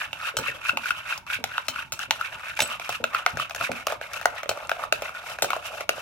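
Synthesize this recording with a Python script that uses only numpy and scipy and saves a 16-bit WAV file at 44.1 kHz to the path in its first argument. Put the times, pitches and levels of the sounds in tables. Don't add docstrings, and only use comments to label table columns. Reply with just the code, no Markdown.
import sys
import numpy as np
from scipy import signal
from scipy.fft import rfft, irfft, next_fast_len
from scipy.io import wavfile
from scipy.ndimage import uniform_filter1d, map_coordinates

SR = 44100
rng = np.random.default_rng(int(sys.argv[2]) if len(sys.argv) > 2 else 0)


def digitize_waveform(pressure):
    field = np.atleast_2d(pressure).T
    bounded = np.clip(field, -1, 1)
    quanta = np.round(bounded * 32767).astype(np.int16)
    wavfile.write(sys.argv[1], SR, quanta)


N = 265041
TIME = np.arange(N) / SR
BLOW = TIME[:SR // 4]
FIRST = SR // 200

# peak_s, rise_s, fall_s, squelch_db, then re squelch
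# hollow_db, smack_db, spray_db, then hollow_hz, pocket_hz, slit_hz, slit_left_right_db
STROKES = [(0.027, 0.25, 0.038, -33.5, -11, 1, -11.5, 880, 1510, 2650, 1.5),
           (0.283, 0.076, 0.024, -33, -13, 0.5, -9.5, 830, 1410, 2670, 3.5),
           (0.487, 0.064, 0.03, -31, -24, 0.5, -12, 776, 1650, 2530, 2),
           (0.558, 0.025, 0.035, -45, -4.5, 4.5, -6, 700, 1360, 2600, 2),
           (0.697, 0.053, 0.011, -30.5, -18, 2.5, -9.5, 895, 1490, 2550, 1),
           (0.746, 0.053, 0.038, -45, 1, -12, -5, 720, 1320, 2580, 4),
           (0.885, 0.064, 0.037, -34, -13.5, 2, -8.5, 850, 1450, 2640, -0.5),
           (0.989, 0.051, 0.031, -41.5, -9, 5, -6, 890, 1410, 2750, 1),
           (1.117, 0.051, 0.052, -31, -13, 1.5, -10, 880, 1435, 2650, 4),
           (1.341, 0.044, 0.026, -31.5, -19, 3.5, -8.5, 880, 1470, 2440, -0.5),
           (1.548, 0.058, 0.049, -37.5, -13.5, 0, -14, 890, 1410, 2470, 4),
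           (1.809, 0.067, 0.026, -36.5, -15.5, 1.5, -11, 880, 1410, 2590, -1.0),
           (2.02, 0.02, 0.043, -34.5, -11, 3.5, -6, 850, 1350, 2680, 4),
           (2.117, 0.019, 0.24, -46.5, 0.5, -10, -3.5, 830, 1440, 2600, 1.5),
           (2.264, 0.055, 0.021, -35, -29, 1.5, -14.5, 860, 1400, 2630, -2),
           (2.335, 0.019, 0.027, -38.5, -7, 2.5, -11.5, 840, 1490, 2500, 1.5),
           (2.495, 0.09, 0.062, -36.5, -12.5, 0.5, -11.5, 840, 1400, 2440, 4),
           (2.57, 0.0043, 0.021, -26, -11, 6, -4.5, 905, 1510, 2650, 2),
           (2.726, 0.074, 0.036, -35, -9, 2, -9.5, 810, 1310, 2660, 2),
           (2.959, 0.17, 0.013, -37.5, -15, 4, -7, 840, 1340, 2600, 3),
           (3.176, 0.041, 0.096, -30, -7.5, -0.5, -12, 780, 1370, 2560, -1.5),
           (3.3, 0.028, 0.021, -42, -6, 1, -7, 670, 1470, 2520, 3.5),
           (3.414, 0.032, 0.062, -33.5, -8, 5, -8.5, 830, 1320, 2770, 2),
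           (3.65, 0.044, 0.053, -29.5, -12, 2.5, -7, 724, 1350, 2630, 0),
           (3.77, 0.026, 0.061, -40, -5, 3, -7.5, 690, 1460, 2370, 2.5),
           (3.915, 0.032, 0.042, -33, -3, -3, -8, 696, 1290, 2380, 0.5),
           (4.04, 0.1, 0.038, -43, -3, 3.5, -9, 650, 1500, 2380, 1.0),
           (4.16, 0.04, 0.047, -36.5, -4.5, 0.5, -8.5, 745, 1370, 2460, 11),
           (4.352, 0.019, 0.017, -39, 0.5, -6, -12, 720, 1350, 2370, 8),
           (4.392, 0.022, 0.076, -31.5, -6.5, 4, -10, 764, 1310, 2520, 4),
           (4.622, 0.099, 0.095, -43, 1, -2, -12, 780, 1270, 2450, 8),
           (4.825, 0.045, 0.065, -38.5, 1.5, 0, -10, 710, 1320, 2370, 2),
           (4.954, 0.021, 0.041, -48.5, -5, 6, 0, 666, 1500, 2630, 0.5),
           (5.058, 0.052, 0.051, -40, -1.5, 3.5, -7, 750, 1260, 2380, 7),
           (5.156, 0.013, 0.064, -39, -7, -1, -11, 700, 1550, 2520, -1),
           (5.285, 0.049, 0.23, -39.5, -1.5, 2, -5, 770, 1260, 2520, 4),
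           (5.534, 0.073, 0.03, -43, -18, 3.5, -10, 746, 1280, 2510, 7),
           (5.57, 0.022, 0.012, -43, -5, 3.5, -20, 694, 1270, 2380, 5),
           (5.668, 0.027, 0.021, -38.5, -8, 6, -1.5, 750, 1490, 2640, -3),
           (5.765, 0.062, 0.04, -40, 2.5, 0.5, -5.5, 644, 1270, 2470, 9),
           (5.82, 0.034, 0.024, -38, -2.5, 5, -6.5, 660, 1360, 2380, 6.0),
           (6.0, 0.1, 0.03, -41.5, -3, -0.5, -5.5, 686, 1390, 2500, 9)]
# pocket_left_lead_ms, slit_left_lead_ms, spray_left_right_db
SPOON_SIDES = [(0.04, -0.14, 25), (0.14, -0.028, -20)]
# frequency_hz, relative_gain_db
SPRAY = [(1500, -41), (2900, 9), (3600, -7), (4700, 0), (5400, 2.5), (7500, -2.5), (10000, -4.5),
         (12800, -3.5), (14000, -12.5), (15500, -16)]
SWELL_SHAPE = 1.39
DEPTH_LASTS, SPRAY_LASTS = 1.47, 0.94
DRAG_DB, DRAG_DEPTH_DB, DRAG_SMACK_DB, DRAG_SPRAY_DB = -55, -60, -52.5, -59.5
LIFT_LOSS = 0.83
PLUNGE_DB, PLUNGE_S = 7, 0.1
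POCKET_WANDER, POCKET_CHANGES_PER_S = 0.085, 75
PUSH_RISE = 0.12
GASPS_PER_S, GASP_DB = 120, 3.3
HISS_REST_HZ, HISS_RISE_HZ = 3400, 600

# start_s, level_db, then re level depth_db, smack_db, crack_db, then
# left_right_db, depth_hz, body_hz, smack_hz, air_time_before_s
KNOCKS = [(0.13, -40, 4.5, 14, 2, 1, 930, 1380, 2700, 0.0064),
          (0.772, -30, 3.5, 8.5, -2.5, 1, 930, 1220, 2690, 0.041),
          (1.177, -41.5, 4, -10, 10, 2, 870, 1240, 2790, 0.0014),
          (1.266, -38, -23, -20, -12, 5, 920, 1268, 2760, 0.11),
          (1.4402, -28, 1.5, 6, 3.5, 3, 824, 1350, 2550, 0.027),
          (1.5798, -21, -5.5, -3, -20, 2.5, 986, 1400, 2650, 0.002),
          (1.9917, -29, -13, -8, -3.5, 7, 870, 1450, 2660, 0),
          (2.1083, -21.5, -1.5, 7, 0, 4.5, 940, 1620, 2650, 0.068),
          (2.5912, -24.5, 2, -2, -4, 0, 920, 1580, 2120, 0.052),
          (2.7969, -39.5, 4, 7, 0.5, 0, 750, 1478, 2330, 0.022),
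          (2.892, -29, 3.5, -7, 0, 2, 750, 1400, 2800, 0.009),
          (3.0401, -20, -5, 0, -10, 3, 676, 1490, 2640, 0.026),
          (3.263, -16, -5.5, -1.5, -10.5, 2.5, 764, 1384, 2090, 0.086),
          (3.3717, -25, -4.5, -22, -10, 6, 627, 1420, 2500, 0.00038),
          (3.4963, -38, -1.5, -3, 1.5, -2.5, 784, 1516, 2090, 0),
          (3.5088, -37, 0, 8, -14, 7, 680, 1370, 2500, 0.074),
          (3.5476, -34.5, 0, 4, 3, 3, 730, 1550, 2400, 0.013),
          (3.5613, -31, -6, -44, -2, 3, 664, 1540, 2090, 0.00019),
          (3.7165, -29, -6, 1.5, -3.5, 1, 626, 1390, 2400, 0.067),
          (3.8687, -20.5, -2, -5.5, -4, 2, 650, 1270, 2740, 0.02),
          (3.8825, -34.5, -5, 2.5, -16, -4, 680, 1330, 2510, 0.0031),
          (3.9224, -29.5, 4, -5.5, -6, 1, 647, 1270, 2360, 0),
          (4.0127, -29, -2, -5, -23, 0, 650, 1460, 2430, 0.077),
          (4.1337, -34.5, -42, -6, 4, 1, 810, 1310, 2430, 0.0011),
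          (4.213, -31, -6, -8, -7, 5, 745, 1430, 2480, 0.009),
          (4.256, -13, -3.5, -4, -10, 2.5, 750, 1427, 1980, 0.0089),
          (4.432, -32.5, -1, 0.5, -3.5, 0, 650, 1370, 2180, 0.049),
          (4.458, -38, 3, 0, -25, -2, 610, 1380, 2050, 0.017),
          (4.5126, -29, 1.5, -6, -18, -2, 650, 1400, 2400, 0),
          (4.5735, -34.5, -0.5, -15, -9, 0, 660, 1240, 2480, 0),
          (4.6938, -24.5, -7.5, -0.5, -8, 4, 764, 1380, 2500, 0.018),
          (4.7154, -18.5, -5, -7, -20, 1, 690, 1450, 2540, 0.0058),
          (4.9244, -17.5, -3, 1.5, -5, 1, 650, 1430, 2640, 0.061),
          (5.0208, -35, 7.5, 1, 2.5, 2.5, 600, 1220, 2520, 0.0044),
          (5.3864, -30, -4.5, -2.5, -11, 1.5, 634, 1520, 2550, 0.039),
          (5.444, -25, -2.5, -11, -3, -1, 736, 1360, 2740, 0),
          (5.5041, -21, -9.5, -4, -10.5, 4, 740, 1280, 2250, 0.0052),
          (5.5315, -21, -3.5, -6, -21, 2, 805, 1170, 2700, 0.0015),
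          (5.564, -29, 2, -19, -13, 0, 657, 1250, 2150, 0), (5.8071, -32, 2, 0, -2, 0, 650, 1310, 2100, 0),
          (5.892, -20, -2.5, 1.5, -1, 2, 647, 1350, 2720, 0.078),
          (5.98, -41.5, 8.5, -1, -5, -2, 600, 1310, 2640, 0)]
# start_s, level_db, then re level depth_db, smack_db, crack_db, then
# left_right_db, extra_high_ring_db, air_time_before_s
CLINKS = [(0.3684, -25.5, -4.5, -0.5, 1, 3, 8, 0.003), (0.387, -26, -24, -12, -5.5, -6, -12, 0.034),
          (1.683, -29, -3.5, 5, 2.5, 5, -2.5, 0.0096), (1.921, -31.5, -7.5, 1.5, 0.5, -0.5, 9, 0.038),
          (2.6035, -27, -4, 11, 4.5, 0, -5, 0), (2.6194, -27.5, 0, 1, 0, -1, 14.5, 0.0029),
          (4.4918, -25.5, 2.5, 0, 0.5, 2.5, 2, 0.083), (5.422, -24.5, 4, 3, 2.5, 2.5, 2, 0.032)]
# centre_hz, width_hz, relative_level_db
DEPTH = [(486, 176, -4), (625, 73.3, 6), (830, 202, -5.5)]
BODY = [(1260, 121, -2), (1511, 158, 0)]
SMACK = [(2090, 570, -6), (2650, 209, 6.5), (2990, 470, -6), (3690, 410, -5)]
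CRACK = [(3910, 1200, -3), (4150, 310, 0), (5470, 840, -1), (6900, 530, 1), (8930, 360, -9),
         (10700, 570, -4), (14200, 10000, -11)]
# depth_hz, body_hz, smack_hz
BOWL_HZ = (650, 1400, 2650)
# pitch_hz, relative_level_db, t60_s
SPOON = [(3085, -1.5, 0.16), (3960, -8, 0.085), (4060, 3, 0.041), (4280, -1, 0.076), (5330, -6, 0.074),
         (5540, -4, 0.085), (7950, -8, .07), (7990, -7, 0.15), (11250, -11, 0.086)]
# start_s, relative_level_db, pitch_hz
TICKS = [(1.667, -35, 4970), (2.259, -28, 3200), (2.345, -29, 3400), (2.396, -29.5, 1840),
         (2.5522, -36, 7600), (2.677, -26.5, 9280), (2.8477, -34, 5080), (3.305, -32, 5400),
         (4.2035, -32, 2400), (4.229, -26, 2300), (4.6722, -32.5, 7060)]
KNOCK_LEAD_MS, CLINK_LEAD_MS, POP_LEAD_MS = 0.064, 0.052, 0.07
LEAD_SPREAD_MS = 0.026
HIGH_MODES_HZ = 7000
GRATE_S, RING_ROUGH, SLIDE_RADIANS, SLIDE_S = 0.013, 0.7, 0.85, 0.05

# start_s, level_db, pitch_hz, overtone_db re level, left_right_db
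POPS = [(0.212, -32, 1340, -22, -1), (0.253, -31.5, 1510, 2, 1), (0.27, -35, 1440, 6, 4.5),
        (.289, -33, 1450, -10, -1.5), (0.481, -30, 2030, 8, 24), (0.651, -29, 1400, -8.5, -1),
        (0.6932, -17.5, 1460, 1, 5), (0.8568, -22.5, 1490, -16, 0), (0.9061, -16, 1427, -8, 3.5),
        (1.124, -26.5, 1410, 1, 5), (1.301, -26.5, 1430, -32, 3), (1.337, -31, 1530, -3, 4),
        (1.568, -36, 1400, -19, 0), (1.7596, -26.5, 1400, -9, 4), (1.7894, -29.5, 1480, -1.5, 7),
        (2.211, -20, 1364, -28, 5), (2.483, -34, 1410, -3, 1), (2.717, -33, 1360, -4.5, 0),
        (3.134, -33, 1280, -32, 13), (3.1467, -16, 1330, -13, 0), (3.398, -20.5, 1260, -20, 2),
        (3.61, -20.5, 1330, -24, 3), (4.633, -39, 1230, -2, 0), (4.799, -35, 1230, -19, 3),
        (4.837, -22.5, 1230, -39, -1), (5.092, -31, 1300, -40, -2.5), (5.148, -30.5, 1460, -25, 1)]
# start_s, level_db, pitch_hz, deeper_cavity_db re level, swell_s
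GLOOPS = [(0.339, -37.5, 537, -27, .004), (.385, -32.5, 526, -11, 0.0075), (.481, -37.5, 576, -22, 0.0044),
          (.541, -39, 543, -27, 0.0052), (.729, -37.5, 580, -5, .006), (0.774, -49, 477, -5, 0.0067),
          (1.386, -41.5, 536, -3.5, .003), (1.407, -46.5, 445, -5, 0.0036), (1.69, -52.5, 427, 2, .004),
          (1.848, -63, 500, -3, .004), (1.926, -54.5, 317, -4.5, 0.0056), (2.081, -49, 550, -4, .004),
          (2.616, -32, 517, -10.5, 0.0032), (3, -34.5, 515, -8.5, 0.0044), (3.336, -39, 596, -6, 0.0073),
          (3.607, -31.5, 684, -20.5, 0.0038), (3.691, -27, 541, -11, 0.0046),
          (5.434, -31, 406, -19, 0.0032)]
GURGLE_GAP_S, GURGLE_LOSS_DB = 0.0087, 1.5
CAVITY_HZ, CAVITY_WIDTH_HZ = 249, 34
# start_s, level_db, mean_pitch_hz
THUMPS = [(.387, -43, 100), (0.493, -48, 125), (0.688, -50, 110), (1.359, -44, 100), (1.431, -44.5, 104),
          (1.69, -53, 110), (1.845, -53, 129), (1.929, -59, 111), (2.075, -50, 120), (2.893, -47, 120),
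          (3.004, -46, 128), (3.331, -35.5, 127), (3.369, -43, 136), (3.601, -43, 111), (3.691, -43, 136),
          (5.43, -55, 106)]
# frequency_hz, relative_gain_db
BOARD = [(25, -25), (60, 1.5), (110, 3.5), (190, -3.5), (250, -8.5), (380, -7.5), (520, -52), (900, 6),
         (3000, -88)]

# frequency_hz, t60_s
ROOM_T60 = [(150, .33), (600, .24), (1400, .22), (2700, .24), (6000, .22), (15000, .17)]
# frequency_hz, gain_db
ROOM_DB = [(150, -2), (600, -5.5), (1400, -10.5), (2700, -5), (6000, -14), (15000, -10)]
# frequency_hz, relative_gain_db
FLOOR = [(20, 4), (50, 10), (95, 12.5), (160, 1.5), (400, -1.5), (1500, -34), (5000, -89), (16000, -54)]
ROOM_WAVER_DB, ROOM_WAVERS_PER_S = 3, 16
# frequency_hz, left_right_db
TILT = [(100, -0.5), (350, 0.5), (700, -2.5), (1400, -0.5), (2700, -5), (5500, 1.5), (10000, 1.5),
        (15000, 3)]
# lower_edge_hz, threshold_db
QUIET = [(350, -32.5), (950, -43), (2000, -29.5), (3400, -35.5)]
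CUTOFF_HZ = 16000


def squelch(depth_db=0.0, pocket_db=0.5, smack_db=-4.0, slit_db=-2.0, spray_db=2.5, squeeze_db=-12.5,
            depth_width_hz=170, pocket_width_hz=170, slit_width_hz=210, film_db=-7.5):
    peak_s, _, _, level, depth_re, smack_re, spray_re, *shape = np.transpose(STROKES)
    depth_hz, pocket_hz, slit_hz, slit_pan_db = [np.interp(TIME, peak_s, column) for column in shape]
    body = effort(level, DRAG_DB)
    depth = effort(level + depth_re, DRAG_DEPTH_DB, DEPTH_LASTS) * from_db(depth_db)
    smack = effort(level + smack_re, DRAG_SMACK_DB)
    spray = effort(level + spray_re, DRAG_SPRAY_DB, SPRAY_LASTS) * from_db(spray_db)
    push = body / body.max()
    stroke_share = np.minimum(body / from_db(np.interp(TIME, peak_s, level)), 1)
    tighten = 1 + PUSH_RISE * (stroke_share - 0.7)
    gasps = evened(from_db(GASP_DB * drift(GASPS_PER_S)))

    def wander():
        return tighten * np.exp(POCKET_WANDER * drift(POCKET_CHANGES_PER_S))

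    def large():
        return gasps * bursts(per_s=450, size_db=1.5, clump_db=2.0, smear=0.15)

    def small():
        return gasps * bursts(per_s=1100, size_db=2.0, clump_db=2.2, smear=0.2)

    pocket_hz = pocket_hz * wander()
    slit_hz = slit_hz * wander()
    squeeze_hz = 850 + 1400 * push
    slit_pan = from_db(slit_pan_db * [[0.5], [-0.5]])
    out = 0
    for pocket_lead_ms, slit_lead_ms, spray_pan_db in SPOON_SIDES:
        squeeze = glide(large(), squeeze_hz * np.exp(0.159 * drift(32)), width=61)
        pocket = glide(large(), pocket_hz, pocket_width_hz)
        hollow = resonate(large(), DEPTH) + 0.03 * glide(large(), depth_hz * wander(), depth_width_hz)
        low = body * from_db(pocket_db) * evened(between(pocket, 870, 1860))
        low += body * from_db(squeeze_db) * evened(between(squeeze, 830, 3200))
        low += depth * evened(between(hollow, 460, 1300))

        slit = glide(small(), slit_hz, slit_width_hz)
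        high = smack * from_db(slit_db) * evened(between(slit, 1900, 3460))
        high += smack * from_db(smack_db) * evened(between(resonate(small(), SMACK), 880, 6400))

        film = glide(small(), (HISS_REST_HZ + HISS_RISE_HZ * push) * wander(), width=340)
        fizz = 0.7 * small() + bursts(per_s=4000, size_db=3.0, clump_db=2.4, smear=0.4)
        fine = from_db(film_db) * evened(between(film, 3040, 7200)) + coloured(fizz, SPRAY)

        out = out + place(low, 0.9, pocket_lead_ms) + slit_pan * place(high, 0, slit_lead_ms)
        out = out + place(spray * fine, spray_pan_db, 0)
    return out / np.sqrt(2)


def effort(stroke_db, drag_db, lasts=1):
    t = TIME[::SR // 1000]
    sweeps, drag, immersed = 0, 1, 1
    for (s, rise_s, fall_s, *_), db in zip(STROKES, stroke_db):
        away = np.abs((t - s) / np.where(t < s, rise_s, fall_s) / lasts)
        sweeps = sweeps + (from_db(db) * np.exp(-away ** SWELL_SHAPE)) ** 2
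    for s, *_, air_s in KNOCKS + CLINKS:
        if air_s > 0:
            immersed = immersed * (1 - LIFT_LOSS * (t < s) * np.exp(-((t - s) / air_s) ** 2))
            plunge = from_db(PLUNGE_DB) * np.exp(-np.abs(t - s) / PLUNGE_S)
            drag = drag + (t >= s) * plunge ** 2
    return np.interp(TIME, t, immersed * np.sqrt(sweeps + drag * from_db(drag_db) ** 2))


def bursts(per_s, size_db, clump_db, smear):
    sizes = from_db(size_db * np.minimum(rng.exponential(1, N), 4)) * rng.choice([-1, 1], N)
    grains = rms_one(sizes * (rng.random(N) < per_s / SR)) + smear * rng.standard_normal(N)
    clumps_db = clump_db * (1.13 * drift(260) + 1.14 * drift(70))
    return evened(grains * from_db(clumps_db))


def knocks(bite_db=-2.5, settle_db=-13.0, settle_s=0.0024, tick_db=-8.5):
    out = np.zeros((2, N))
    for s, db, depth_db, smack_db, crack_db, pan_db, *pitches, _ in KNOCKS:
        force = contact(skid_s=0.00092, grit=0.17)
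        blow = bowl(force, db, depth_db, smack_db, crack_db + bite_db, skid_s=0.0029, pitches=pitches)
        snap_db = db + crack_db / 2 + tick_db
        snap = np.array([tick(snap_db, low_hz=1750, high_hz=5850, skid_s=0.0022) for _ in range(2)])
        chatter = rng.standard_normal(len(BLOW)) * np.exp(-BLOW / settle_s)
        settle = bowl(chatter, db + settle_db, depth_db, smack_db, crack_db, skid_s=settle_s)
        add(out, s, place(blow, pan_db, rng.normal(KNOCK_LEAD_MS, LEAD_SPREAD_MS)))
        add(out, s, snap + place(settle, 0, rng.normal(0.2, 0.064)))
    return out


def clinks(bite_db=-0.5, ring_db=-6.5, scratch_db=-12.0, grate_db=-6.0):
    out = np.zeros((2, N))
    for s, db, depth_db, smack_db, crack_db, pan_db, high_db, _ in CLINKS:
        force = contact(skid_s=0.0017, grit=0.39)
        scratch = signal.sosfilt(signal.butter(2, 6000, "high", fs=SR, output="sos"), force)
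        blow = bowl(force, db, depth_db, smack_db, crack_db + bite_db, skid_s=0.0031)
        blow += at_level(scratch, db + crack_db + scratch_db)
        roughness = from_db(4 * drift(380, size=len(BLOW)))
        slips = rng.standard_normal(len(BLOW)) * roughness * np.exp(-BLOW / GRATE_S)
        blow += at_level(resonate(slips, CRACK), db + crack_db + grate_db)
        for hz, mode_db, t60 in SPOON:
            strength_db = db + crack_db + ring_db + mode_db + 2 * rng.normal()
            strength_db += high_db * (hz > HIGH_MODES_HZ)
            slide = SLIDE_RADIANS * np.exp(-BLOW / SLIDE_S)
            grating = 1 + RING_ROUGH * drift(208, size=len(BLOW))
            phase = 2 * np.pi * hz * rng.normal(1, 0.0024) * BLOW + slide * drift(180, size=len(BLOW))
            blow += grating * from_db(strength_db - 60 * BLOW / t60) * np.sin(phase)
        add(out, s, place(blow, pan_db, rng.normal(CLINK_LEAD_MS, LEAD_SPREAD_MS)))
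    return out


def bowl(force, db, depth_db, smack_db, crack_db, skid_s, pitches=BOWL_HZ, spread=0.0057):
    skid = rng.standard_normal(len(BLOW)) * np.exp(-BLOW / skid_s)
    groups = [(force, DEPTH, depth_db), (force, BODY, 0), (force, SMACK, smack_db), (skid, CRACK, crack_db)]
    shifts = np.append(np.divide(pitches, BOWL_HZ), np.exp(0.04 * rng.normal()))
    shifts = shifts * np.exp(spread * rng.normal(size=4))
    return sum(at_level(resonate(drive, modes, shift), db + rel)
               for (drive, modes, rel), shift in zip(groups, shifts))


def contact(skid_s, grit):
    force = grit * rng.standard_normal(len(BLOW)) * np.exp(-BLOW / skid_s)
    force[0] += 1
    return force


def tick(db, low_hz, high_hz, skid_s):
    edges = [min(low_hz, 3000), np.clip(high_hz, 3500, 18000)]
    band = signal.butter(1, edges, "band", fs=SR, output="sos")
    return at_level(signal.sosfilt(band, contact(skid_s, grit=0.15)), db)


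def ticks(gain_db=-10.0, cycles=1.3):
    out = np.zeros((2, N))
    for s, db, hz in TICKS:
        graze = resonate(contact(skid_s=0.0011, grit=0.36), [(hz, hz / cycles / 2, 0)])
        add(out, s, place(at_level(graze, db + gain_db), pan_db=2.5, lead_ms=0.028))
    return out


def pops(swell_s=0.00098, overtone_hz=2630, tear_db=-12.0):
    out = np.zeros((2, N))
    swell = (BLOW / swell_s) ** 2 * np.exp(-BLOW / swell_s)
    for s, db, hz, overtone_db, pan_db in POPS:
        tone = at_level(swell * np.sin(2 * np.pi * hz * BLOW), db)
        upper_hz = overtone_hz * rng.normal(1, 0.0028)
        upper = at_level(swell * np.sin(2 * np.pi * upper_hz * BLOW), db + overtone_db)
        tear = tick(db + tear_db, low_hz=596, high_hz=3460, skid_s=0.0049)
        add(out, s, place(tone + upper + tear, pan_db, POP_LEAD_MS))
    return out


def flecks(per_s=70, level_db=-7.0, cycles=1.5, low_hz=1000, high_hz=3200, count=8):
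    snaps = rng.choice([-1, 1], N) * (rng.random(N) < per_s / SR)
    dealt, out = rng.integers(0, count, N), 0
    for k, hz in enumerate(np.geomspace(low_hz, high_hz, count)):
        ringing = resonate(snaps * (dealt == k), [(hz, hz / cycles, 0)])
        snap = rms_one(between(ringing, hz / 2, 1.54 * hz))
        out = out + place(snap, rng.normal(0, 6.9), rng.normal(0.13, 0.07))
    return from_db(level_db) * effort(np.array(STROKES)[:, 3], DRAG_DB) * rms_one(out)


def gloops(bend=-0.068, bend_s=0.018, plop_db=-3.0, gurgle_db=-6.5, gulp_s=0.0022, cycles=4.0,
           scatter=0.15, uneven_db=0.5, cavity_db=0.5, count=4):
    out = np.zeros((2, N))

    def brief(x):
        return rms_one(x) * np.sqrt(2 * FIRST / len(BLOW))

    for start, db, hz, second_db, swell_s in GLOOPS:
        pitch = hz * (1 + bend * np.tanh((BLOW - swell_s) / bend_s))
        swell = (BLOW / swell_s) ** 2 * np.exp(-2 * BLOW / swell_s)
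        plop = swell * np.sin(2 * np.pi * np.cumsum(pitch) / SR)
        add(out, start, place(from_db(db + plop_db) * brief(plop), pan_db=5.0, lead_ms=0.16))
        for k in range(count):
            puff = rng.standard_normal(len(BLOW)) * BLOW / gulp_s * np.exp(-BLOW / gulp_s)
            late, high, loud = rng.standard_normal(3)
            gulp = resonate(puff, [(hz * np.exp(scatter * high), hz / cycles, 0)])
            gulp = between(gulp, hz / 2, 1.22 * hz)
            hollow = between(resonate(puff, [(CAVITY_HZ, CAVITY_WIDTH_HZ, 0)]), 125, 390)
            sound = from_db(gurgle_db) * brief(gulp) + from_db(second_db + cavity_db) * brief(hollow)
            strength = from_db(db - GURGLE_LOSS_DB * k + uneven_db * loud)
            gulp_start = start + GURGLE_GAP_S * k * (1 + 0.221 * late)
            add(out, gulp_start, place(strength * sound, pan_db=-0.5, lead_ms=0.17))
    return out


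def thumps(swell_s=0.0097, wobble=0.24):
    out = np.zeros((2, N))
    swell = BLOW / swell_s * np.exp(1 - BLOW / swell_s)
    for s, db, hz in THUMPS:
        pitch = hz * (1 + wobble * drift(163, size=len(BLOW)))
        thump = from_db(db) * swell * np.sin(2 * np.pi * np.cumsum(pitch) / SR)
        add(out, s, place(thump, pan_db=-3.0, lead_ms=0.091))
    return out


def board(level_db=-54.5, rock_db=-15.5, rock_s=0.011, blow_db=-14.0):
    power = from_db(level_db + 2 * drift(25)) ** 2
    shoves = [(s, db + max(second_db, 0) + rock_db) for s, db, _, second_db, _ in GLOOPS]
    shoves += [(s, db + blow_db) for s, db, *_ in CLINKS]
    for s, db in shoves:
        age = np.maximum(TIME - s, 0) / rock_s
        power = power + (from_db(db) * age * np.exp(1 - age)) ** 2
    return np.sqrt(power) * wide_noise(BOARD, side=0.49)


def kitchen(x, first_s=0.00037, build_s=0.00026):
    t = TIME[:SR // 2]
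    onset = 1 - np.exp(-np.maximum(t - first_s, 0) / build_s)
    edges = np.geomspace(80, 18000, 9)
    echo = 0
    for low, high in zip(edges, edges[1:]):
        hz = np.sqrt(low * high)
        band = between(rng.standard_normal((2, len(t))), low, high)
        band = band * onset * 10 ** (-3 * t / at_hz(ROOM_T60, hz))
        energy = np.sum(band ** 2, axis=1, keepdims=True)
        echo = echo + band * from_db(at_hz(ROOM_DB, hz)) * np.sqrt(2 * (high - low) / SR / energy)
    return signal.fftconvolve(x, echo, axes=1)[:, :N]


def room_tone(level_db=-62.5):
    waver = from_db(ROOM_WAVER_DB * drift(ROOM_WAVERS_PER_S))
    return from_db(level_db) * waver * wide_noise(FLOOR, side=0.4)


def wide_noise(spectrum, side):
    mid, difference = coloured(rng.standard_normal((2, N)), spectrum)
    return rms_one(np.array([mid + side * difference, mid - side * difference]))


def resonate(x, modes, detune=1):
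    out = 0
    for k, (hz, width, db) in enumerate(modes):
        r = np.exp(-np.pi * width / SR)
        w = 2 * np.pi * hz * detune / SR
        zeros = [(1 - r * r) / 2, 0, (r * r - 1) / 2]
        poles = [1, -2 * r * np.cos(w), r * r]
        out = out + (-1) ** k * from_db(db) * signal.lfilter(zeros, poles, x + 1e-18)
    return out


def glide(x, hz, width):
    turn = np.exp(2j * np.pi * np.cumsum(hz) / SR)
    return np.real(signal.lfilter([1], [1, -np.exp(-np.pi * width / SR)], x / turn) * turn)


def between(x, low_hz, high_hz):
    edges = [low_hz, min(high_hz, 20000)]
    return signal.sosfilt(signal.butter(2, edges, "band", fs=SR, output="sos"), x)


def at_hz(points, hz):
    table = np.array(points)
    return np.interp(np.log(hz + 1e-9), np.log(table[:, 0]), table[:, 1])


def filtered(x, spectrum):
    size = next_fast_len(N)
    gains = from_db(at_hz(spectrum, np.fft.rfftfreq(size, 1 / SR)))
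    return irfft(rfft(x, size) * gains, size)[..., :N]


def coloured(x, spectrum):
    return rms_one(filtered(x, spectrum))


def drift(rate, size=N):
    steps = rng.standard_normal(4000)
    return rms_one(np.interp(TIME[:size] * rate, np.arange(len(steps)), steps))


def evened(x):
    return x / np.sqrt(np.abs(uniform_filter1d(x ** 2, SR // 25)) + 1e-20)


def from_db(db):
    return 10 ** (np.asarray(db) / 20)


def rms_one(x):
    return x / np.sqrt(np.mean(x ** 2) + 1e-20)


def at_level(x, db):
    return x * from_db(db) * np.sqrt(FIRST / (np.sum(x[:FIRST] ** 2) + 1e-20))


def place(x, pan_db, lead_ms):
    at = np.arange(len(x))
    right = map_coordinates(x, [at - lead_ms * SR / 1000], order=3)
    gains = from_db([[pan_db / 2], [-pan_db / 2]])
    return np.array([x, right]) * rms_one(gains)


def add(out, s, sound):
    at = max(round(s * SR), 0)
    out[:, at:at + sound.shape[1]] += sound[:, :N - at]


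def suppress(x, slope=0.25, most_db=4.5, window_s=0.026):
    above = [filtered(x, [(0.8 * hz, -40), (hz, -6), (1.2 * hz, 0)]) for hz, _ in QUIET] + [0]
    out = x - above[0]
    for (_, threshold_db), wide, higher in zip(QUIET, above, above[1:]):
        band = wide - higher
        power = np.abs(uniform_filter1d(np.mean(band ** 2, axis=0), int(window_s * SR)))
        under_db = np.maximum(threshold_db - 10 * np.log10(power + 1e-12), 0)
        out = out + band * from_db(-np.minimum(slope * under_db, most_db))
    return out


def scene():
    near = squelch() + knocks() + clinks() + ticks() + pops() + flecks() + gloops() + thumps()
    near = near + flecks(per_s=60, level_db=-17.5, cycles=5.0, low_hz=3200, high_hz=6500, count=5)
    return near + kitchen(near) + board() + room_tone()


def record(dry):
    sides = [1, -1]
    channels = np.array([filtered(x, [(hz, side * db / 2) for hz, db in TILT]) for x, side in zip(dry, sides)])
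    clipped = np.clip(suppress(channels), -0.97, 0.97)
    return signal.sosfilt(signal.ellip(10, 0.1, 80, CUTOFF_HZ, fs=SR, output="sos"), clipped)


dry = scene()
out = record(dry)
digitize_waveform(out)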